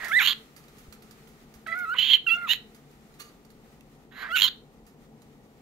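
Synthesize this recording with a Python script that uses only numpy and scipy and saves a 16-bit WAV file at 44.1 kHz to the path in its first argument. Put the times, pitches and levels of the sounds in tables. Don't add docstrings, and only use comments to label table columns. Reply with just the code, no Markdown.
import sys
import numpy as np
from scipy import signal
from scipy.fft import rfft, irfft, next_fast_len
from scipy.io import wavfile
from scipy.ndimage import uniform_filter1d

SR = 44100
rng = np.random.default_rng(int(sys.argv[2]) if len(sys.argv) > 2 else 0)


def waveform_to_disk(signal):
    frames = np.transpose(np.atleast_2d(signal))
    scaled = np.clip(frames, -1, 1) * 32767
    samples = np.round(scaled).astype(np.int16)
    wavfile.write(sys.argv[1], SR, samples)


def decibels_to_gain(level_db):
    exponent = np.asarray(level_db, float) / 20
    return 10 ** exponent


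N = 247401

# (pitch_hz, level_db [dB per Hz])
SCUFF = [(240, -32), (400, -6.5), (943, -43), (1210, 0), (1660, -6.5), (4110, -12.5), (7810, -9.5),
         (11600, -9.5), (15600, -11)]
# (start_s [s], effort_db [dB], mouth_hz [Hz])
RASPS = [
    [(0, -43, 2459), (.04, -35.5, 2462), (.076, -38, 2363), (.1, -43, 2531)],
    [(4.108, -71.5, 2610), (4.124, -54.5, 2618), (4.14, -57, 2700), (4.174, -48.5, 3151),
     (4.232, -39.5, 3225), (4.25, -40.5, 3233)],
    [(4.25, -42, 3230), (4.274, -45.5, 3150), (4.3, -50.5, 2997)],
]


def rms_one(x):
    return x / np.sqrt(np.mean(x ** 2) + 1e-20)


def in_time(rows, times):
    s, *columns = np.transpose(rows)
    return [np.interp(times, s, c) for c in columns]


def at_hz(points, hz):
    points = np.array(points, float)
    return np.interp(np.log(hz + 1), np.log(points[:, 0] + 1), points[:, 1])


def coloured(x, spectrum):
    size = x.shape[-1]
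    hz = np.arange(size // 2 + 1) * SR / size
    return rms_one(irfft(rfft(x) * decibels_to_gain(at_hz(spectrum, hz)), size))


def drift(size, rate_hz):
    r = np.exp(-2 * np.pi * rate_hz / SR)
    white = rng.standard_normal(size + 4000)
    return rms_one(signal.lfilter([1], [1, -2 * r, r * r], white)[4000:])


def resonance(x, hz, width_hz):
    r = np.exp(-np.pi * width_hz / SR)
    return signal.lfilter([1, 0, -1], [1, -2 * r * np.cos(2 * np.pi * hz / SR), r * r], x)


def moving_resonance(x, hz, width_hz):
    turn = np.exp(2j * np.pi * np.cumsum(hz) / SR)
    peak = signal.lfilter([1], [1, -np.exp(-np.pi * width_hz / SR)], x / turn)
    skirts = signal.butter(2, 0.68 * width_hz, fs=SR, output="sos")
    return np.real(signal.sosfilt(skirts, peak) * turn)


def evened(x):
    return x / np.sqrt(uniform_filter1d(x ** 2, size=530) + 1e-12)


def ring(clicks, hz, t60):
    r, w = decibels_to_gain(-60 / (t60 * SR)), 2 * np.pi * hz / SR
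    return signal.lfilter([0, np.sin(w)], [1, -2 * r * np.cos(w), r * r], clicks + 1e-18)


def moments(rows):
    times = np.arange(N) / SR
    return sum(height * np.exp(-((times - s) / half) ** 4) for s, half, height in rows)


def syllables(tables):
    times = np.arange(N) / SR
    gate = sum((times >= rows[0][0]) & (times < rows[-1][0]) for rows in tables)
    columns = in_time([row for rows in tables for row in rows], times)
    return [uniform_filter1d(np.asarray(c, float), size=130) for c in [gate, *columns]]


def echoes(size):
    # (pitch_hz [Hz], t60_s [s])
    room_t60 = [(300, .1), (1500, .34), (2600, .25), (3300, .24), (4100, .3), (5000, .18), (14000, .12)]
    after = np.arange(SR // 2) / SR
    white = rfft(rng.standard_normal((2, len(after))))
    hz = np.arange(len(after) // 2 + 1) * 2.
    centres, t60s = np.transpose(room_t60)
    reply = 0
    for one, t60 in zip(np.eye(len(centres)), t60s):
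        band = irfft(white * at_hz(np.transpose([centres, one]), hz))
        reply = reply + band * decibels_to_gain(-60 * after / max(t60, .02))
    onset = np.clip((after - .004) / .012, 0, 1)
    return rfft(reply * onset / np.sqrt(0.024 * SR), size)


def at_ports(x, room_db, bird):
    # (pitch_hz [Hz], level_db [dB])
    balance = [(60, 4), (110, -12), (200, 1), (380, 6.5), (700, 3), (1290, -4.5), (2380, -11),
               (4400, -10.5), (8120, -8.5), (15000, -14)]
    # (pitch_hz [Hz], phase [radians])
    lead = [(0, 0), (430, 0.1), (1460, -1.3), (3270, -0.1), (3620, -0.7), (4650, -0.3), (6800, -1.3),
            (8010, -0.4), (9470, 9.2), (12000, 16.3), (13000, 16.0), (13400, 17.9), (15000, 19.8),
            (15300, 19.2)]
    size = next_fast_len(N + SR // 2)
    hz, spectrum = np.arange(size // 2 + 1) * SR / size, rfft(x, size)
    half = decibels_to_gain(at_hz(balance, hz) / 2)
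    if bird:
        half = half * np.exp(.5j * np.interp(hz, *np.transpose(lead)))
        both = 2 / np.abs(half + 1 / half).clip(1.)
    else:
        half, both = half * np.exp(1j * np.pi * hz * .00018), 1.4
    direct = np.array([both * half, both / half])
    return irfft(spectrum * (direct + decibels_to_gain(room_db) * echoes(size)), size)[:, :N]


def appliance_hum():
    # (pitch_hz [Hz], level_db [dB per Hz])
    rumble = [(12, -41.5), (20, -8.5), (43, -2), (102, -13), (129, -10), (188, -6.5), (221, -1.5),
              (329, -8), (409, -9), (439, -7.5), (608, -17), (783, -12.5), (1500, -32), (1950, -62.5),
              (3300, -120)]
    # (pitch_hz [Hz], width_hz [Hz], level_db [dB])
    tones = [
        (146.3, 13.84, -63),
        (220.6, 2.9, -64),
        (437, 53.4, -67.5),
    ]
    shared = decibels_to_gain(-58.0) * coloured(rng.standard_normal(N + 8), rumble)
    for hz, width_hz, level_db in tones:
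        shared += decibels_to_gain(level_db) * rms_one(resonance(rng.standard_normal(N + 8), hz, width_hz))
    own = decibels_to_gain(-66.5) * coloured(rng.standard_normal((2, N)), rumble)
    return np.array([shared[8:], shared[:N]]) * decibels_to_gain(np.array([[1.2], [-1.2]])) + own


def hiss_level():
    times = np.arange(N) / SR
    peak_s, rise_db_per_s, fall_db_per_s = 0.031, 190, 35.5
    rustle_db = -46.5 - np.maximum(rise_db_per_s * (peak_s - times), fall_db_per_s * (times - peak_s))
    steady_db = -57.5 - 1.24 * times + 0.91 * drift(N, 4.5)
    return np.hypot(decibels_to_gain(steady_db), decibels_to_gain(rustle_db))


def room_hiss():
    # (pitch_hz [Hz], level_db [dB per Hz])
    colour = [(710, -38), (1200, -1.5), (1660, -9.5), (1900, -3.5), (2030, -6.5), (3360, -11.5),
              (3660, -11), (4440, -13), (5270, -14.5), (11800, -14.5), (15600, -13.5)]
    shared = coloured(rng.standard_normal(N + 8), colour)
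    own = coloured(rng.standard_normal((2, N)), colour)
    hiss = 0.16 * np.array([shared[8:], shared[:N]]) + 0.83 * own
    return hiss * hiss_level() * decibels_to_gain(1.4 * drift(N, 4.5))


def thumps():
    # (start_s [s], peak_db [dB])
    shifts = [
        (0.884, -53.5),
        (1.559, -60),
    ]
    pushes = np.zeros(N)
    for s, peak_db in shifts:
        pushes[round(s * SR)] = decibels_to_gain(peak_db + 13.5)
    return ring(pushes, 71, 0.078)


def rattle():
    # (start_s [s], level_db [dB])
    shake = [
        (3.189, -59.5),
        (3.204, -37.5),
        (3.211, -44.5),
        (3.218, -40.5),
        (3.234, -55),
        (3.3, -60),
    ]
    # (pitch_hz [Hz], level_db [dB], t60_s [s])
    wires = [(1203, 1.5, 0.066), (1500, -22.5, .05), (2900, -3, 0.094), (4010, -29, 0.1), (4390, 2, .06),
             (4660, 3, 0.05), (6650, 2, 0.082), (12000, -14, .04)]
    gate, level_db = syllables([shake])
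    contacts = (rng.random(N) < 7000 / SR) * rng.standard_normal(N)
    shaken = gate * decibels_to_gain(level_db) * rms_one(contacts)
    rings = sum(decibels_to_gain(wire_db - 40.5) * ring(shaken, hz, t60) for hz, wire_db, t60 in wires)
    return rings + coloured(shaken, SCUFF) * np.std(shaken) * decibels_to_gain(-6.0)


def claws():
    # (start_s [s], peak_db [dB], wire_hz [Hz], scuff_t60_s [s])
    contacts = [(0.0458, -29, 4700, 0.088), (0.083, -32.5, 11500, 0.14), (0.564, -41.5, 4660, 0.21),
                (0.64, -49.5, 4600, 0.069), (0.6824, -47.5, 3900, 0.087), (0.7683, -53.5, 4460, 0.17),
                (0.7828, -46, 6830, 0.25), (0.8352, -53.5, 6500, 0.22), (0.9251, -38, 4280, 0.11),
                (1.022, -46, 4410, 0.16), (1.1103, -41.5, 4660, 0.093), (1.273, -49.5, 3190, 0.37),
                (1.5399, -45, 4590, 0.17), (1.672, -41.5, 9070, 0.083), (1.778, -45.5, 10600, 0.039),
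                (1.789, -36.5, 10610, 0.031), (1.7534, -50.5, 3000, 0.097), (1.7955, -40.5, 3730, 0.034),
                (2.747, -46.5, 4620, 0.17), (2.9123, -54, 4180, 0.056), (3.14, -51, 4010, 0.098),
                (3.4493, -49.5, 4580, 0.069), (3.5033, -49, 4390, 0.11), (3.691, -72.5, 4660, 0.095),
                (3.8085, -45.5, 2695, 0.024), (3.95, -61, 4430, 0.1), (4.866, -50, 4810, 0.27),
                (5.219, -49, 3970, 0.091), (5.379, -67.5, 4390, 0.075)]
    out, after = np.zeros(N), np.arange(6000) / SR
    scuffs = coloured(rng.standard_normal((len(contacts), len(after))), SCUFF)
    rise = np.minimum(after / .0002, 1)
    for (s, peak_db, hz, t60), scuff in zip(contacts, scuffs):
        dying = 0.3 * decibels_to_gain(-60 * after / 0.005) + 0.32 * decibels_to_gain(-60 * after / max(t60, .02))
        wire = 0.25 * np.sin(2 * np.pi * hz * after) * decibels_to_gain(-60 * after / 0.03)
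        at = round(s * SR)
        out[at:at + len(after)] += decibels_to_gain(peak_db - 2.0) * (scuff * rise * dying + wire)[:N - at]
    return out


def whistle_partials():
    # (start_s [s], half_pitch_hz [Hz], level_db [dB], opening_db [octave over note, dB])
    whistle_1 = [(.085, 684, -49, -22), (.113, 649.3, -34, -26), (.135, 864, -25, -13),
                 (.15, 902, -22.5, -12.5), (.172, 1009, -18, -20.5), (.186, 1007, -20, -28.5),
                 (.189, 942, -21, -5), (.203, 779, -26, -13), (.22, 672, -36, -12)]
    whistle_2 = [(1.664, 851, -36.5, -19), (1.672, 642.8, -42, -10), (1.722, 673, -39, -32.5),
                 (1.738, 656, -35.5, -35.5), (1.762, 720, -35.5, -34), (1.781, 737.5, -35, -46),
                 (1.827, 711.2, -34, -33), (1.849, 702.3, -33, -40), (1.86, 616.7, -39.5, -24)]
    whistle_3 = [(1.86, 644, -41.5, -14.5), (1.889, 657, -32, -28.5), (1.931, 738, -30.5, -18),
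                 (1.942, 777, -31.5, -15.5), (1.944, 632, -36, -16), (1.951, 481, -40, 0.5),
                 (1.961, 513, -42.5, -4.5), (1.972, 767, -39, 7)]
    whistle_4 = [(2.265, 778, -36, -4.5), (2.27, 688, -23.5, 17.5), (2.287, 677, -22.5, 15.5),
                 (2.299, 646, -29, 15), (2.312, 674, -19.5, 18), (2.338, 691, -22, 15),
                 (2.35, 710, -30.5, 5), (2.372, 682, -39, -19)]
    whistle_5 = [(2.372, 714, -37, -19.5), (2.402, 703.8, -39, -38), (2.446, 694.4, -35, -36),
                 (2.461, 640.7, -39, -32), (2.474, 603, -43, -10), (2.483, 489.8, -38.5, -14)]
    whistle_6 = [(4.289, 659.4, -46.5, -32), (4.305, 655, -41.5, -13), (4.32, 680, -33, -14),
                 (4.342, 750, -30, -10), (4.356, 765.3, -26, -8.5), (4.366, 720, -23, 6.5),
                 (4.372, 677, -23.5, -10)]
    twelfths_db = [-33.5, -20, -25.5, -40, -17, -18.5]
    overtones_db = [-39, -61, -54.5, -32.5, -52, -49.5]
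    # (start_s [s], half_length_s [s], half_line_db [dB under the level])
    doublings = [(0.109, 0.018, -9), (0.218, 0.019, 1.5), (1.708, 0.038, -3), (1.78, 0.086, -12.5),
                 (1.953, 0.013, -8), (2.299, 0.0094, -15.5), (2.361, .014, -36), (2.407, 0.054, -13.5),
                 (4.301, 0.019, -3.5), (4.357, 0.0058, -14)]
    # (start_s [s], half_length_s [s], gain_db [dB])
    swells = [
        (1.712, 0.046, 10.5),
        (1.885, .028, 8.5),
        (1.947, .007, -16),
    ]
    whistled = [whistle_1, whistle_2, whistle_3, whistle_4, whistle_5, whistle_6]
    tables = [[(*row, *dbs) for row in rows] for rows, *dbs in zip(whistled, twelfths_db, overtones_db)]
    gate, half_hz, level, opening, twelfth, high = syllables(tables)
    note = level - 10 * np.log10(1 + decibels_to_gain(2 * opening))
    doubling = moments([(s, half, decibels_to_gain(db)) for s, half, db in doublings]) + decibels_to_gain(-44)
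    detuned_khz = np.abs(6 * half_hz - 4070) / 1000
    twelfth = twelfth + level + 0.45 * opening - 5 * detuned_khz + moments(swells)
    return gate, half_hz, note, level + 20 * np.log10(doubling), note + opening, twelfth, note + high


def whistles():
    gate, half_hz, note, half, octave, twelfth, high = whistle_partials()
    loose = 1 / (1 + 0.42 * decibels_to_gain(octave - note))
    cycles = np.cumsum(half_hz * (1 + 0.0088 * loose * drift(N, 270))) / SR
    upper_half = half + 0.52 * (octave - note) - 3
    levels = {
        1: np.minimum(half, -46) - 8 - np.maximum(octave - note, 0),
        2: note, 3: half, 4: octave, 5: upper_half, 6: twelfth, 7: upper_half - 14,
        8: np.maximum(twelfth - 13, high + 1.1), 9: high - 4,
        10: np.maximum(twelfth - 11, high), 11: high - 9,
        12: np.maximum(twelfth - 13, high - 1.5)}
    levels.update({k: np.maximum(octave - 38, note - 43) for k in range(14, 24, 2)})
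    out = np.zeros(N)
    for k, level_db in levels.items():
        shimmer_db = (.35 * min(k, 20) + 2.5 * (k % 2)) * loose * drift(N, 50)
        haze = (.012 * k * min(k, 6) + .3 * (k % 2)) * loose * drift(N, 200)
        partial = np.sin(2 * np.pi * k * cycles) * (k * half_hz < 16000)
        out += np.sqrt(2) * decibels_to_gain(level_db + shimmer_db) * (1 + haze) * partial
    effort = np.hypot(decibels_to_gain(note), decibels_to_gain(octave))
    breath = decibels_to_gain(-31) * rms_one(resonance(rng.standard_normal(N), 1900, 1000))
    return gate * (out + effort * breath), gate * effort * decibels_to_gain(-34.0)


def squawk_controls():
    # (start_s [s], effort_db [dB], mouth_hz [Hz])
    harsh = [
        [(.187, -43.5, 2428), (.2, -37, 2279), (.22, -23, 2586), (.238, -29, 2919)],
        [(.238, -30.5, 2930), (.266, -22.5, 3072), (.276, -22, 3181), (.316, -27, 3360), (.332, -27, 3265),
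         (.342, -56, 3220)],
        [(1.95, -52.5, 2961), (1.982, -27, 3001), (2.01, -23.5, 3089), (2.08, -25.5, 3237), (2.1, -23.5, 3145),
         (2.126, -22, 3219), (2.156, -16.5, 3051), (2.162, -31.5, 2900), (2.178, -48.5, 2800)],
        [(2.47, -49.5, 2605), (2.49, -30, 2722), (2.512, -17, 2882), (2.535, -24.5, 3049), (2.565, -40, 2968)],
        [(4.355, -36.5, 2750), (4.369, -24.5, 2688), (4.407, -21.5, 2837), (4.417, -27, 3086),
         (4.441, -16.5, 3180), (4.463, -25.5, 2906), (4.485, -22.5, 3540), (4.495, -63.5, 3360)],
    ]
    # (throat_hz [Hz], throat_db [dB at usual effort],
    # throat_follows [share of effort], mouth_db [dB], brightness_db [dB], tone_share [0-1])
    voicings = [(1800, -23.5, 1, -23, -10, .1), (1613, -23, 1, -10, -7, 0.7),
                (1610, -21.5, 0.99, -20, -32, 0.2), (1550, -29, 0.87, -1.5, -9.5, 0),
                (1494, -37, 0.84, 3, -10.5, 0.3), (1927, -44.5, .2, -0.5, -18.5, 0.4),
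                (1772, -40, 0.82, -1.7, -10.5, 0.4), (1505, -41, 0.46, -0.3, -10, 0.55)]
    usual_db = -25
    tables = [[(*row, *voicing) for row in rows] for rows, voicing in zip(RASPS + harsh, voicings)]
    gate, effort, mouth_hz, throat_hz, throat, follows, mouth, bright, tonal = syllables(sorted(tables))
    mouth, bright = uniform_filter1d([mouth, bright], size=2200)
    mouth = mouth + effort
    throat = throat + follows * (effort - usual_db) - mouth
    upper = bright + 5 - 0.12 * (mouth - usual_db)
    air = bright - 0.13 * (mouth - usual_db)
    pulse_hz = mouth_hz / 3.02
    return gate, mouth, upper, throat, air, mouth_hz, throat_hz, pulse_hz, tonal, syllables(RASPS)[0]


def membrane_slaps():
    # (start_s [s], rate_hz [slaps per s], slap_db [dB over the voice], pulsing_db [dB of level])
    slapping = [(.19, 330, -3, 1), (.272, 400, 0, 1), (.295, 300, 0, 1.5), (.335, 170, 3, 6),
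                (1.96, 330, -12, 1), (2.16, 300, -14, 0), (2.48, 300, -14, 0), (2.525, 260, -12, 0),
                (2.56, 180, -4, 4), (4.36, 220, -14, 0), (4.49, 220, -14, 0)]
    rate_hz, slap_db, pulsing_db = in_time(slapping, np.arange(N) / SR)
    turns = np.cumsum(rate_hz * (1 + .13 * drift(N, 60))) / SR
    flutter = uniform_filter1d(1.1 - 2.2 * (turns % 1), size=20)
    slaps = rms_one(np.diff(np.floor(turns), prepend=0) * decibels_to_gain(2 * drift(N, 200)))
    return flutter, slaps, slap_db, pulsing_db


def membrane_tone(mouth_hz, rough, flutter):
    phase = 2 * np.pi * np.cumsum(mouth_hz * (1 + .035 * drift(N, 120))) / SR
    tone = np.sin(phase) + decibels_to_gain(-34.5) * np.sin(2 * phase)
    return np.sqrt(2) * tone * (1 + 1.2 * rough ** 2 * flutter)


def throat_voice(source, throat_hz, throat, rasp):
    # (pitch_hz [Hz], level_db [dB per Hz])
    breath = [(400, -14), (750, -3), (1500, -1.5), (3000, -8), (5500, -12.5), (8000, -10.5), (11500, -13),
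              (15000, -30)]
    narrow = np.clip(.75 * rasp * np.linspace(1, .4, N), 0, 1)
    wander_hz = throat_hz * (1 + 0.062 * drift(N, 18))
    wide_band = evened(moving_resonance(source, throat_hz, 790))
    narrow_band = evened(moving_resonance(rng.standard_normal(N), wander_hz, 220))
    voice = np.sqrt(1 - narrow) * wide_band + np.sqrt(narrow) * narrow_band
    voice += decibels_to_gain(-15) * evened(resonance(source, 720, 294))
    voice += decibels_to_gain(-8) * rasp * coloured(rng.standard_normal(N), breath)
    return decibels_to_gain(throat) * voice


def squawks():
    # (start_s [s], half_length_s [s], roughness_lost [0-1])
    clearings = [(.3, .04, .05), (1.99, .008, .35), (2.031, .007, .35), (2.122, .01, .4), (2.148, .011, .4),
                 (2.508, .026, .38), (4.452, .02, .33)]
    # (start_s [s], half_length_s [s], gain_db [dB])
    catches = [(.2695, .003, -20), (1.981, .003, -8), (2.131, .0015, -10), (2.5175, .0008, -15),
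               (2.532, .0015, -10), (4.3805, .002, -13), (4.388, .0015, -9), (4.395, .0025, -13),
               (4.405, .0025, -18), (4.4155, .0025, -14), (4.426, .002, -20), (4.436, .002, -7),
               (4.473, .005, -8)]
    # (start_s [s], half_length_s [s], gain_db [dB])
    surges = [(1.991, 0.0087, 8), (2.03, 0.005, 4.5), (2.12, 0.019, 4.5), (2.14, 0.0097, 5),
              (4.421, 0.0034, 8), (4.431, 0.004, 2), (4.465, 0.008, -1), (2.4955, 0.0031, 2.5),
              (2.534, 0.0033, 6.5), (2.5432, 0.00053, -1.5), (0.55, .001, 5.5), (0.274, .003, 2),
              (4.482, 0.0039, -1)]
    gate, mouth, upper, throat, air, mouth_hz, throat_hz, pulse_hz, tonal, rasp = squawk_controls()
    clearing = moments(clearings)
    rough = .8 - clearing
    cycles = np.cumsum(pulse_hz * (1 + 0.14 * rough ** 2 * drift(N, 260))) / SR
    pulses = np.diff(np.floor(cycles), prepend=0) * decibels_to_gain(4 * rough * drift(N, 300))
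    flutter, slaps, slap_db, pulsing_db = membrane_slaps()
    source = rms_one(pulses - pulses.mean()) + 1.97 * rough ** 2 * rng.standard_normal(N)
    source *= decibels_to_gain(3.2 * rough * flutter * (1 - rasp))
    source += decibels_to_gain(slap_db) * rough * (1 - rasp) * np.std(source) * slaps
    tone = membrane_tone(mouth_hz, rough, flutter)
    tonal = np.clip(tonal + 1.5 * clearing, 0, .95)
    voice = np.sqrt(1 - tonal) * evened(moving_resonance(source, mouth_hz, 640))
    voice += np.sqrt(tonal) * evened(tone)
    upper_hz = np.minimum(mouth_hz + 850, 4150)
    voice += decibels_to_gain(upper) * evened(moving_resonance(source, upper_hz, 750))
    voice += throat_voice(source, throat_hz, throat, rasp)
    voice = signal.sosfilt(signal.butter(8, 4650, fs=SR, output="sos"), voice)
    effort = gate * decibels_to_gain(mouth + moments(catches + surges) + pulsing_db * (flutter - 1.45))
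    buzz = .5 * signal.lfilter([1, -1], [1], pulses) / np.std(pulses) + decibels_to_gain(slap_db) * slaps
    return effort * voice, effort * decibels_to_gain(air - 4 * rasp + 1.3 * flutter), buzz


def beak_air(level, buzz):
    # (pitch_hz [Hz], level_db [dB per Hz])
    colour = [(3500, -26), (5000, -9.5), (5800, -8), (7100, 3), (7800, -17), (9200, -38.5), (10200, -4.5),
              (15500, -2.5)]
    # (start_s [s], gap_hz [Hz], level_db [dB])
    gap = [(.1, 12000, 0), (.19, 12400, 2), (.29, 13500, -3), (.34, 13760, -10), (1.7, 13410, -5),
           (1.96, 13800, -3), (2.09, 14700, -1.5), (2.13, 13900, -5), (2.3, 13500, -2.5), (2.48, 13300, -1),
           (2.56, 13600, -2), (4.2, 12420, 4), (4.34, 12500, 5), (4.46, 14300, 1), (4.49, 14500, -10.5)]
    gap_hz, gap_db = in_time(gap, np.arange(N) / SR)
    level = level * decibels_to_gain(gap_db)
    white = rng.standard_normal((3, N))
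    shared = white[2] + buzz
    hiss = coloured(np.array([shared, np.roll(shared, shift=1)]) + 0.65 * white[:2], colour)
    hiss += .8 * rms_one(moving_resonance(hiss, gap_hz, 2200))
    fade = decibels_to_gain(-60 / (.2 * SR))
    linger = signal.lfilter([1 - fade], [1, -fade], level)
    return (level + .15 * linger) * hiss * decibels_to_gain(np.array([[-1.2], [1.2]]))


def scene():
    background = appliance_hum() + room_hiss()
    cage = at_ports(claws() + rattle(), room_db=1, bird=False)
    clear, clear_air = whistles()
    harsh, harsh_air, buzz = squawks()
    bird = at_ports(clear + harsh, room_db=-10.5, bird=True) + beak_air(clear_air + harsh_air, buzz)
    return background + thumps() + cage + bird


def low_pass(x):
    return signal.sosfilt(signal.butter(12, 15720, fs=SR, output="sos"), x)


def record(dry):
    # (pitch_hz [Hz], level_db [dB])
    notch = [(7000, 1), (8300, -1.5), (9300, -2.5), (10300, -5), (11500, -0.5), (15000, -5.5), (15650, 1),
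             (15800, -60.5)]
    response = decibels_to_gain(at_hz(notch, np.arange(N // 2 + 1) * SR / N))
    return low_pass(irfft(rfft(dry) * response, N))


dry = scene()
out = record(dry)
waveform_to_disk(out)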